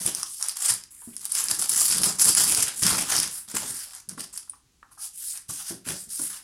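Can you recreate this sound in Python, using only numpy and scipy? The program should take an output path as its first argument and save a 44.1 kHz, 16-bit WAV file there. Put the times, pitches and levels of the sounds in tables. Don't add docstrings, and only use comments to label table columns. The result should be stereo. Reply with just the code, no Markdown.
import sys
import numpy as np
from scipy import signal
from scipy.io import wavfile
from scipy.ndimage import uniform_filter1d

SR = 44100
rng = np.random.default_rng(int(sys.argv[2]) if len(sys.argv) > 2 else 0)


def wav_out(sig):
    wavfile.write(sys.argv[1], SR, np.round(np.clip(np.atleast_2d(sig).T, -1, 1) * 32767).astype(np.int16))


N = 283563
TIME = np.arange(N) / SR
ENVELOPE_STEP = 32
FILM_EDGES_HZ = np.linspace(np.sqrt(500), np.sqrt(16500), 15) ** 2
WIDE_EDGES_HZ = np.geomspace(22, 17000, 18)
CUTOFF_HZ = 16200

# t/s, left-right/dB
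HAND_PLACE = [(0, 1.5), (1.3, 1), (3.3, 2), (3.6, 1), (4.4, 2), (5.0, 5), (5.35, 1.5), (6.2, 4)]
# t/s, rise/s, hold/s, level/dB, broad folds re level/dB, loose-sheet puff/dB
TUGS = [(0.043, 0.019, 0.031, -30, -9, -47.5), (0.142, .01, .08, -34, -12, -55),
        (0.387, 0.019, 0.094, -34, -9, -74), (0.553, 0.016, 0.036, -31, -13, -66),
        (0.585, 0.078, 0.042, -21, -13, -60), (1.128, 0.11, 0.11, -38, -15.5, -69),
        (1.303, 0.076, .025, -23.5, -13, -58), (1.417, .01, 0.086, -30, -13, -55),
        (1.49, .018, 0.017, -25, -13.5, -42.5), (1.574, 0.022, 0.045, -24.5, -16, -46.5),
        (1.683, .012, 0.11, -21, -20.5, -50), (1.75, .03, 0.079, -19, -22, -46.5),
        (1.862, 0.053, 0.021, -19, -12, -41), (1.94, 0.017, 0.058, -25.5, -13, -38),
        (2.031, .006, .055, -22.5, -11, -34.5), (2.184, 0.013, .025, -17.5, -15.5, -39.5),
        (2.237, 0.025, 0.035, -16.5, -17, -38.5), (2.355, 0.018, 0.065, -16.5, -13.5, -37.5),
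        (2.457, 0.023, 0.042, -20.5, -15, -39), (2.548, 0.022, 0.059, -21, -10.5, -37.5),
        (2.66, 0.017, 0.013, -29, -3, -47), (2.723, 0.067, 0.036, -29.5, -19.5, -48.5),
        (2.812, .02, 0.06, -20, -9.5, -41.5), (2.887, .02, 0.11, -24.5, -6.5, -38),
        (3.038, 0.076, 0.099, -24, -5.5, -40), (3.251, 0.0062, 0.013, -32, -7, -43.5),
        (3.474, .012, 0.029, -36, -7.5, -55.5), (3.54, 0.011, 0.016, -24, -11, -45),
        (3.579, 0.022, 0.11, -36, -8, -43), (3.869, 0.0084, .1, -43.5, -9, -82),
        (4.089, 0.0066, 0.0196, -45.5, -7.5, -58), (4.173, 0.027, .01, -34, -10.5, -54),
        (4.324, 0.0043, .045, -38, -16, -75)]
# t/s, rise/s, hold/s, level/dB, low treble re level/dB, midrange re level/dB
SLIDES = [(0, 0.0014, .04, -32, -1.5, -12.5), (0.237, 0.043, 0.14, -38, -3.5, -39),
          (0.904, 0.0078, .23, -43.5, -17.5, -19), (3.284, 0.063, 0.038, -30, -11, -20),
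          (3.647, .04, .02, -31, -5, -25), (3.718, 0.029, 0.093, -34.5, -5, -13),
          (4.445, 0.008, .1, -59.5, -1, -26), (4.907, .015, .005, -52.5, -6.5, -18),
          (4.975, 0.059, 0.009, -31.5, -4.5, -22), (5.119, 0.16, 0.036, -27.5, -9, -30.5),
          (5.327, 0.0163, 0.015, -36, -4.5, -13), (5.481, .016, .01, -31, -6, -19),
          (5.513, 0.015, 0.086, -33, -4, -18), (5.635, 0.051, .01, -28.5, -3, -16),
          (5.842, 0.055, 0.0067, -27, -3.5, -7), (5.9, .02, 0.09, -33.5, -9, -28),
          (6.081, 0.045, .07, -30.5, -6, -24), (6.168, .06, 0.037, -27.5, -11.5, -20.5),
          (6.291, 0.018, .06, -35, -6, -12.5)]
# t/s, level over 1 ms/dB, bright re dull part/dB, left-right/dB
SNAPS = [(0.0615, -14, 15.5, 2), (0.064, -9.5, 7, 1), (0.1491, -13, 6, 0.5), (0.231, -14.5, 1.5, 2.5),
         (0.426, -13, 2, 10), (0.485, -10, 9.5, 0.5), (0.4942, -17.5, 3, 2), (0.57, -20.5, 9, 6),
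         (0.739, -16, 23, 4), (0.8374, -30.5, 0, 6), (1.1659, -22.5, 9, 10), (1.2537, -14, 12.5, 1),
         (1.3182, -17.5, 11, -4), (1.3211, -8.5, 18, 0), (1.3517, -10, 16, 6), (1.44, -14, 17, 7),
         (1.4846, -14.5, 0, 6), (1.513, -9.5, 0, -3), (1.5938, -14, 5.5, 1.5), (1.6939, -6, 18, 1.5),
         (1.7662, -15, 9.5, 1), (1.8826, -11.5, 14, 3), (1.9138, -10.5, 16, 2), (2.0337, -6.5, -0.5, 9),
         (2.1962, -10, 1, -2), (2.2447, -6, 12, -1.5), (2.282, -11, 10.5, -3), (2.295, -15.5, 1.5, -1.5),
         (2.35, -5.5, 8, 0), (2.548, -4, 6.5, 2), (2.6306, -10, 10, 2), (2.8344, -8, -2, 1),
         (2.866, -4, 2.5, 1), (3.1044, -20, 5, 14), (3.1647, -8, 2.5, -5), (3.1886, -11, 7, 4),
         (3.2007, -10, 13, 0), (3.2311, -9.5, 0.5, -1), (3.553, -17, 9, -6), (3.95, -29, 9, 9),
         (4.089, -24, 11, 5), (4.093, -22, 6.5, -2), (4.2077, -23.5, 20, -3), (4.3755, -16.5, 13, 1),
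         (4.3784, -24, 2, 0), (5.3746, -23.5, 7.5, 5), (5.888, -20, 3, -1), (6.2175, -16, 17, 4)]
# t/s, level/dB, panel f/Hz, box ring/dB, packing rattle/dB
KNOCKS = [(.007, -34, 187, -7, -9), (.052, -28.5, 136, 0, -11), (.075, -32, 356, -4, -6),
          (.708, -37.5, 119, 3, -9), (1.074, -27, 236, -7.5, -24), (2.823, -24, 110.1, -1, -14),
          (2.848, -21, 182, 2.5, -13.5), (2.919, -21.5, 99, -6, -12), (3.54, -32, 290, -2, -2.5),
          (4.082, -41, 182, 4, -12.5), (4.124, -33.5, 180, -6, -23), (4.175, -31, 272, -3.5, -11),
          (5.49, -31.5, 113, 0.5, -14), (5.702, -33.5, 200, -12, -5.5), (5.708, -30.5, 333, 4, -15),
          (5.866, -29, 249, 1.5, -10.5), (5.893, -33, 135, -9, -0.5), (6.068, -43.5, 213, -8, -16),
          (6.194, -28.5, 273, -3.5, -12)]
# t/s, level/dB, t60/s
TAPS = [(.23, -22.5, .024), (1.019, -40, 0.082), (4.178, -23.5, .03), (4.476, -44, 0.046),
        (4.534, -39, 0.08), (4.8286, -26.5, 0.013), (4.913, -43, 0.096), (5.496, -31, 0.071),
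        (5.706, -23.5, .026), (6.195, -24, 0.021)]
# t/s, level/dB, f/Hz, length/s
SQUEAKS = [(4.4947, -26, 9600, 0.006), (4.503, -35.5, 8400, 0.003)]
# t/s, rise/s, hold/s, level/dB
SCUFFS = [(4.832, .005, .03, -61.5), (4.972, 0.0044, .01, -50.5), (5.002, 0.011, .045, -57.5),
          (5.33, 0.023, 0.01, -59), (5.585, 0.015, .005, -48)]
# f/Hz, density/(dB per Hz)
CREASE_SPECTRUM = [(290, -48), (500, -17.5), (729, -29), (1300, -14.5), (2360, -23.5), (3250, -7.5),
                   (4090, -13), (4940, 4), (7310, 0), (9770, 0.5), (10500, 1.5), (12500, -20),
                   (15100, -5.5), (16000, -64.5)]
# f/Hz, density/(dB per Hz)
RUB_SPECTRUM = [(290, -60), (500, -43), (893, -37.5), (1020, -34), (1300, -28), (2260, -22), (4150, -13),
                (4730, -5), (7210, -5.5), (9770, 10.5), (11300, 0), (16000, -20.5)]
# f/Hz, left-right/dB
FILM_BALANCE = [(1000, -1.5), (2500, -4), (5000, -3.5), (8500, 0.5), (13000, -2)]
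# f/Hz, band gain/dB
SNAP_COLOUR = [(500, -53.5), (1200, -25), (2500, -20), (4000, -19), (5200, -3), (7500, -7), (9800, 19),
               (11500, -10.5), (13500, -8), (16000, -34)]
# f/Hz, band gain/dB
SHEET_SPECTRUM = [(18, -37), (30, -10.5), (97, -3), (150, 0), (183, -2), (225, 4.5), (377, -12.5),
                  (424, -3.5), (700, -17.5), (910, -43.5), (1540, -120)]
# f/Hz, band gain/dB
RATTLE_SPECTRUM = [(40, -1.5), (90, -0.5), (200, 1.5), (380, -3), (600, -5.5), (1000, -15.5), (2500, -48.5)]
# f/Hz, level/dB, t60/s
BOX_MODES = [(119.6, -15.5, 0.35), (182, -12, 0.41), (279.4, -13, 0.16), (343.6, -20.5, .22),
             (381.3, -21.5, 0.55)]
# f/Hz, width/Hz, gain/dB
CARD_MODES = [(786, 100, 0), (1020, 59, -14.5), (1150, 52, -9), (1267, 32, -4.5), (1380, 43, -4),
              (1580, 110, -4)]
# f/Hz, band gain/dB
ROOM_TONE = [(15, -51), (25, -17), (43, -10.5), (70, -10), (157, -20), (309, -20), (344, -30), (373, -27.5),
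             (641, -32.5), (8140, -26), (16000, -46.5)]
# f/Hz, t60/s
ROOM_T60 = [(100, 0.4), (400, 0.31), (1500, 0.34), (5000, 0.29), (10000, 0.23), (16000, 0.052)]
# f/Hz, level/dB
ROOM_LEVEL = [(60, -16), (200, -4), (1200, -4.5), (5000, -3.5), (10000, -7), (16000, -6)]
# f/Hz, likeness/(0-1)
LIKENESS = [(40, .97), (140, .97), (280, 0.8), (550, 0), (1100, .42), (2200, 0), (16000, 0)]

ROOM_TONE_DB = -64
TUG_RELEASE_DB_PER_S, SLIDE_RELEASE_DB_PER_S, SCUFF_RELEASE_DB_PER_S = 271.5, 297.5, 350
TUG_UPPER_DB, UPPER_FOLLOWS = 0.54, 0.36
TUG_FRICTION, SLIDE_FRICTION = .1, .8
FIRM_TUG_DB, SNAPS_PER_S, SNAP_OVER_DB = -20, 38, 8.5
HOLLOW_LOW_HZ, HOLLOW_HIGH_HZ = 887, 1450


def from_db(db):
    return 10 ** (np.asarray(db) / 20)


def rms_one(x):
    return x / np.sqrt(np.mean(x ** 2) + 1e-20)


def at_hz(points, hz):
    f, value = np.transpose(points)
    return np.interp(np.log(hz), np.log(f), value)


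def band(x, low_hz, high_hz):
    sos = signal.butter(2, [low_hz, high_hz], "band", fs=SR, output="sos")
    return signal.sosfilt(sos, x + 1e-18)


def drift(points_per_s):
    steps = rng.standard_normal(4000)
    return rms_one(np.interp(TIME * points_per_s, np.arange(len(steps)), steps))


def add(out, s, sound):
    start = max(round(s * SR), 0)
    out[:, start:start + sound.shape[-1]] += sound[..., :N - start]


def diffuse_bands(size):
    white = rng.standard_normal((2, 2, size))
    for k, (low, high) in enumerate(zip(WIDE_EDGES_HZ, WIDE_EDGES_HZ[1:])):
        hz = np.sqrt(low * high)
        alike = np.clip(at_hz(LIKENESS, hz), 0, 1)
        mid, side = band(white[k % 2], low, high)
        yield hz, np.sqrt((1 + alike) / 2) * mid + np.sqrt((1 - alike) / 2) * side * [[1], [-1]]


def coloured_noise(spectrum, size):
    return rms_one(sum(from_db(at_hz(spectrum, hz)) * noise for hz, noise in diffuse_bands(size)))


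def swells(rows, release_db_per_s):
    s, rise, hold = np.transpose(rows)[:3, :, None]
    since = TIME[::ENVELOPE_STEP] - s
    fall_db = np.clip(release_db_per_s * (since - rise - hold), 0, 200)
    return (np.clip(since / rise, 0, 1) * from_db(-fall_db)) ** 2


def summed_db(envelopes, db):
    power = from_db(db) ** 2 @ envelopes
    return np.interp(TIME, TIME[::ENVELOPE_STEP], 10 * np.log10(power + 1e-12))


def handling():
    tugs = swells(TUGS, TUG_RELEASE_DB_PER_S)
    slides = swells(SLIDES, SLIDE_RELEASE_DB_PER_S)
    tug_db, folds_db, puff_db = np.transpose(TUGS)[3:]
    slide_db, slide_upper_db, slide_mid_db = np.transpose(SLIDES)[3:]
    both = np.vstack([tugs, slides])
    tug_upper_db = tug_db + TUG_UPPER_DB + UPPER_FOLLOWS * folds_db
    top_db = summed_db(both, np.r_[tug_db, slide_db])
    upper_db = summed_db(both, np.r_[tug_upper_db, slide_db + slide_upper_db])
    body_db = summed_db(both, np.r_[tug_db + folds_db, slide_db + slide_mid_db])
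    slide_share = from_db(summed_db(slides, slide_db) - top_db) ** 2
    sliding = np.clip(TUG_FRICTION + (SLIDE_FRICTION - TUG_FRICTION) * slide_share, 0, 1)
    return top_db, upper_db, body_db, sliding, summed_db(tugs, puff_db)


def creases(per_s, spread_db, clump_db, even_s):
    at = np.flatnonzero(rng.random(N) < per_s / SR)
    spread = spread_db * np.minimum(rng.exponential(1, N), 4.5)
    sizes = from_db(spread + clump_db * drift(170))[at]
    power = np.zeros(N)
    power[at] = sizes ** 2
    local_power = np.maximum(uniform_filter1d(power, int(even_s * SR)), 1e-9)[at]
    return at, sizes / np.sqrt(local_power)


def band_shares(spectrum, zone):
    centre_hz = np.sqrt(FILM_EDGES_HZ[1:] * FILM_EDGES_HZ[:-1])
    power = from_db(at_hz(spectrum, centre_hz)) ** 2 * np.diff(FILM_EDGES_HZ)
    return np.sqrt(power / np.bincount(zone, power)[zone])


def film(top_db, upper_db, body_db, sliding, colour_db=4.5, pan_db=3.0, lag_s=.00022, shift_db=2.5,
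         top_trim_db=-1.22, upper_trim_db=-4.5, body_trim_db=-6.5, fold_db=-6.0):
    rate = 2300 * from_db(0.36 * (top_db + 23.5))
    at, sizes = creases(per_s=rate, spread_db=1.0, clump_db=3.5, even_s=0.054)
    place = rng.standard_normal(N)[at]
    late = np.clip(at + np.round(place * lag_s * SR).astype(int), 0, N - 1)
    arrivals = [at, late]
    zone = np.digitize(FILM_EDGES_HZ[:-1], [2000, 6800])
    gains = [from_db(body_db + body_trim_db), from_db(upper_db + upper_trim_db), from_db(top_db + top_trim_db)]
    crease_share, rub_share = band_shares(CREASE_SPECTRUM, zone), band_shares(RUB_SPECTRUM, zone)
    friction = np.sqrt(sliding) * rms_one(from_db(2.0 * drift(260)))
    creasing = np.sqrt(1 - sliding)
    out = np.zeros((2, N))
    for k, (low, high) in enumerate(zip(FILM_EDGES_HZ, FILM_EDGES_HZ[1:])):
        hiss = rng.standard_normal((2, N))
        colour, sign, pan = rng.standard_normal((3, N))[:, at]
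        strength = sizes * np.sign(sign) * from_db(colour_db * np.clip(colour, -2, 1.5))
        clicks = np.zeros((2, N))
        for ear in (0, 1):
            clicks[ear, arrivals[ear]] = strength * from_db((-1) ** ear * pan_db * (place + pan) / 2)
        clicks = rms_one(clicks)
        drive = crease_share[k] * creasing * clicks + rub_share[k] * friction * hiss
        drive = drive * gains[zone[k]]
        if 2000 < low < 4000:
            drive = drive + clicks * gains[0] * from_db(fold_db)
        shape = from_db(shift_db * (2000 / high) ** 0.14 * drift(22))
        lean_db = at_hz(FILM_BALANCE, np.sqrt(low * high))
        width_gain = np.sqrt(SR / 2 / (high - low))
        out += band(drive, low, high) * width_gain * shape * from_db([[lean_db / 2], [-lean_db / 2]])
    return out


def catching(sliding, depth_db=1.34, points_per_s=45):
    return from_db(depth_db * (1 - sliding) * drift(points_per_s))


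def knocks(level_db=0.0, thud_t60_s=0.059, contact_s=0.0036, rattle_t60_s=0.2, rattle_cut_ratio=0.41):
    out = np.zeros((2, N))
    t = np.arange(SR // 3) / SR
    rattles = coloured_noise(RATTLE_SPECTRUM, size=len(t) * len(KNOCKS)).reshape(2, len(KNOCKS), -1)
    chances = rng.standard_normal((len(KNOCKS), len(BOX_MODES)))
    for k, (s, db, hz, ring_db, rattle_db) in enumerate(KNOCKS):
        knock = np.sin(2 * np.pi * hz * t) * from_db(-60 * t / thud_t60_s)
        for (mode_hz, mode_db, t60_s), luck in zip(BOX_MODES, chances[k]):
            apart_db = 6 * abs(np.log2(mode_hz / hz))
            grip = 1 + 0.015 * luck
            decay = from_db(ring_db + mode_db - apart_db - 60 * t / t60_s)
            knock += np.sin(2 * np.pi * mode_hz * grip * t) * decay
        high_pass = signal.butter(2, rattle_cut_ratio * hz, "high", fs=SR, output="sos")
        shake = signal.sosfilt(high_pass, rattles[:, k])
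        knock = knock + shake * from_db(rattle_db - 60 * t / rattle_t60_s)
        add(out, s, from_db(db + level_db) * knock * (1 - np.exp(-t / contact_s)))
    return out


def flapping(puff_db, level_db=-3.5, lumps_db=3.0):
    puffs = rms_one(coloured_noise(SHEET_SPECTRUM, size=N) * from_db(lumps_db * drift(70)))
    return from_db(puff_db + level_db) * puffs


def chance_snaps(top_db, sliding, follows=0.67, spread_db=1.5, bright_db=11.5, left_db=-1.5, pan_db=3.5):
    tautness = np.clip(1 - sliding / SLIDE_FRICTION, 0, 1)
    rate = SNAPS_PER_S * tautness * from_db(follows * (top_db - FIRM_TUG_DB))
    at = np.flatnonzero(rng.random(N) < rate / SR)
    size, place = rng.standard_normal((2, len(at)))
    level_db = np.minimum(top_db[at], FIRM_TUG_DB) + SNAP_OVER_DB + spread_db * size
    return np.column_stack([at / SR, level_db, np.full(len(at), bright_db), left_db + pan_db * place])


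def unit_burst(x):
    return x / np.sqrt(np.sum(x ** 2, axis=-1, keepdims=True) / (SR / 1000))


def snaps(rows, level_db=0.16, ring_s=0.00037, flutter_db=-21, flutter_s=0.0034, lag_s=.00012, size=1024):
    out = np.zeros((2, N))
    t = np.arange(size) / SR
    shape = np.exp(-t / ring_s) + from_db(flutter_db) * np.exp(-t / flutter_s)
    draws = rng.standard_normal((len(rows), 3, size))
    kicks = (draws[:, :2] + draws[:, 2:]) * shape
    parts = []
    for k, (low, high) in enumerate(zip(FILM_EDGES_HZ, FILM_EDGES_HZ[1:])):
        gain = (-1) ** k * from_db(at_hz(SNAP_COLOUR, np.sqrt(low * high)))
        parts.append(gain * band(kicks, low, high))
    dull, bright = sum(parts[:8]), sum(parts[8:])
    bursts = unit_burst(unit_burst(dull) + from_db(rows[:, 2, None, None]) * unit_burst(bright))
    lags_s = lag_s * draws[:, 2, -1]
    for (s, db, _, pan_db), burst, lag in zip(rows, bursts, lags_s):
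        for ear, side in enumerate((1, -1)):
            gain = from_db(db + level_db + side * pan_db / 2)
            add(out[ear:ear + 1], s + side * lag / 2, gain * burst[ear])
    return out


def taps(level_db=0.0, click_db=-13.0, size=8192):
    bursts = np.zeros((2, N))
    t = np.arange(size) / SR
    for (s, db, t60_s), noise in zip(TAPS, rng.standard_normal((len(TAPS), 3, size))):
        add(bursts, s, from_db(db + level_db - 60 * t / t60_s) * (noise[2] + noise[:2] / 2))
    return band(bursts, HOLLOW_LOW_HZ, HOLLOW_HIGH_HZ) + from_db(click_db) * band(bursts, 280, 2200)


def card(x):
    mono = x.sum(axis=0) + 1e-18
    out = 0
    for hz, width_hz, db in CARD_MODES:
        r = np.exp(-np.pi * width_hz / SR)
        zeros = [(1 - r * r) / 2, 0, -(1 - r * r) / 2]
        poles = [1, -2 * r * np.cos(2 * np.pi * hz / SR), r * r]
        out = out + from_db(db) * signal.lfilter(zeros, poles, mono)
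    return out


def squeaks(pan_db=8.5):
    out = np.zeros((2, N))
    for s, db, hz, length_s in SQUEAKS:
        size = int(length_s * SR)
        phase = 2 * np.pi * np.cumsum(hz * (1 + 0.048 * rng.standard_normal(size))) / SR
        add(out, s, from_db([[db + pan_db], [db - pan_db]]) * np.hanning(size) * np.sin(phase))
    return out


def scuffs(level_db=-2.5, rough_db=1.5):
    slips = rng.standard_normal((1, N)) * from_db(rough_db * drift(330))
    drag_db = summed_db(swells(SCUFFS, SCUFF_RELEASE_DB_PER_S), np.transpose(SCUFFS)[3])
    return from_db(drag_db + level_db) * rms_one(card(band(slips, HOLLOW_LOW_HZ, HOLLOW_HIGH_HZ)))


def room_response(build_s=0.00089):
    t = np.arange(int(.6 * SR)) / SR
    response = 0
    for hz, noise in diffuse_bands(size=len(t)):
        decay = from_db(-60 * t / at_hz(ROOM_T60, hz)) * (1 - np.exp(-t / build_s))
        response = response + from_db(at_hz(ROOM_LEVEL, hz)) * noise * decay / np.sqrt(np.sum(decay ** 2))
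    return response


def room(x, count=5, patterns_per_s=11):
    spot = patterns_per_s * TIME + drift(9)
    out = 0
    for k in range(count):
        away = abs((spot - k + count / 2) % count - count / 2)
        share = np.cos(np.pi / 2 * np.minimum(away, 1))
        out = out + signal.fftconvolve(x * share, room_response(), axes=1)[:, :N]
    return out


def room_air():
    return from_db(ROOM_TONE_DB) * coloured_noise(ROOM_TONE, size=N)


def scene(card_db=-8.5, squeak_room_db=-2.5):
    pan_db = np.interp(TIME, *np.transpose(HAND_PLACE))
    top_db, upper_db, body_db, sliding, puff_db = handling()
    rustle = film(top_db, upper_db, body_db, sliding)
    rustle = rustle * from_db([pan_db / 2, -pan_db / 2]) * catching(sliding)
    all_snaps = np.vstack([SNAPS, chance_snaps(top_db, sliding)])
    touch = rustle + snaps(all_snaps) + taps()
    direct = touch + from_db(card_db) * card(touch) + scuffs() + flapping(puff_db) + knocks()
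    squeak = squeaks()
    reflected = room(direct + from_db(squeak_room_db) * squeak)
    return direct + squeak + reflected + room_air()


def record(dry):
    rounded = .95 * np.tanh(dry / .95)
    return signal.sosfilt(signal.ellip(12, .2, 70, CUTOFF_HZ, fs=SR, output="sos"), rounded)


dry = scene()
out = record(dry)
wav_out(out)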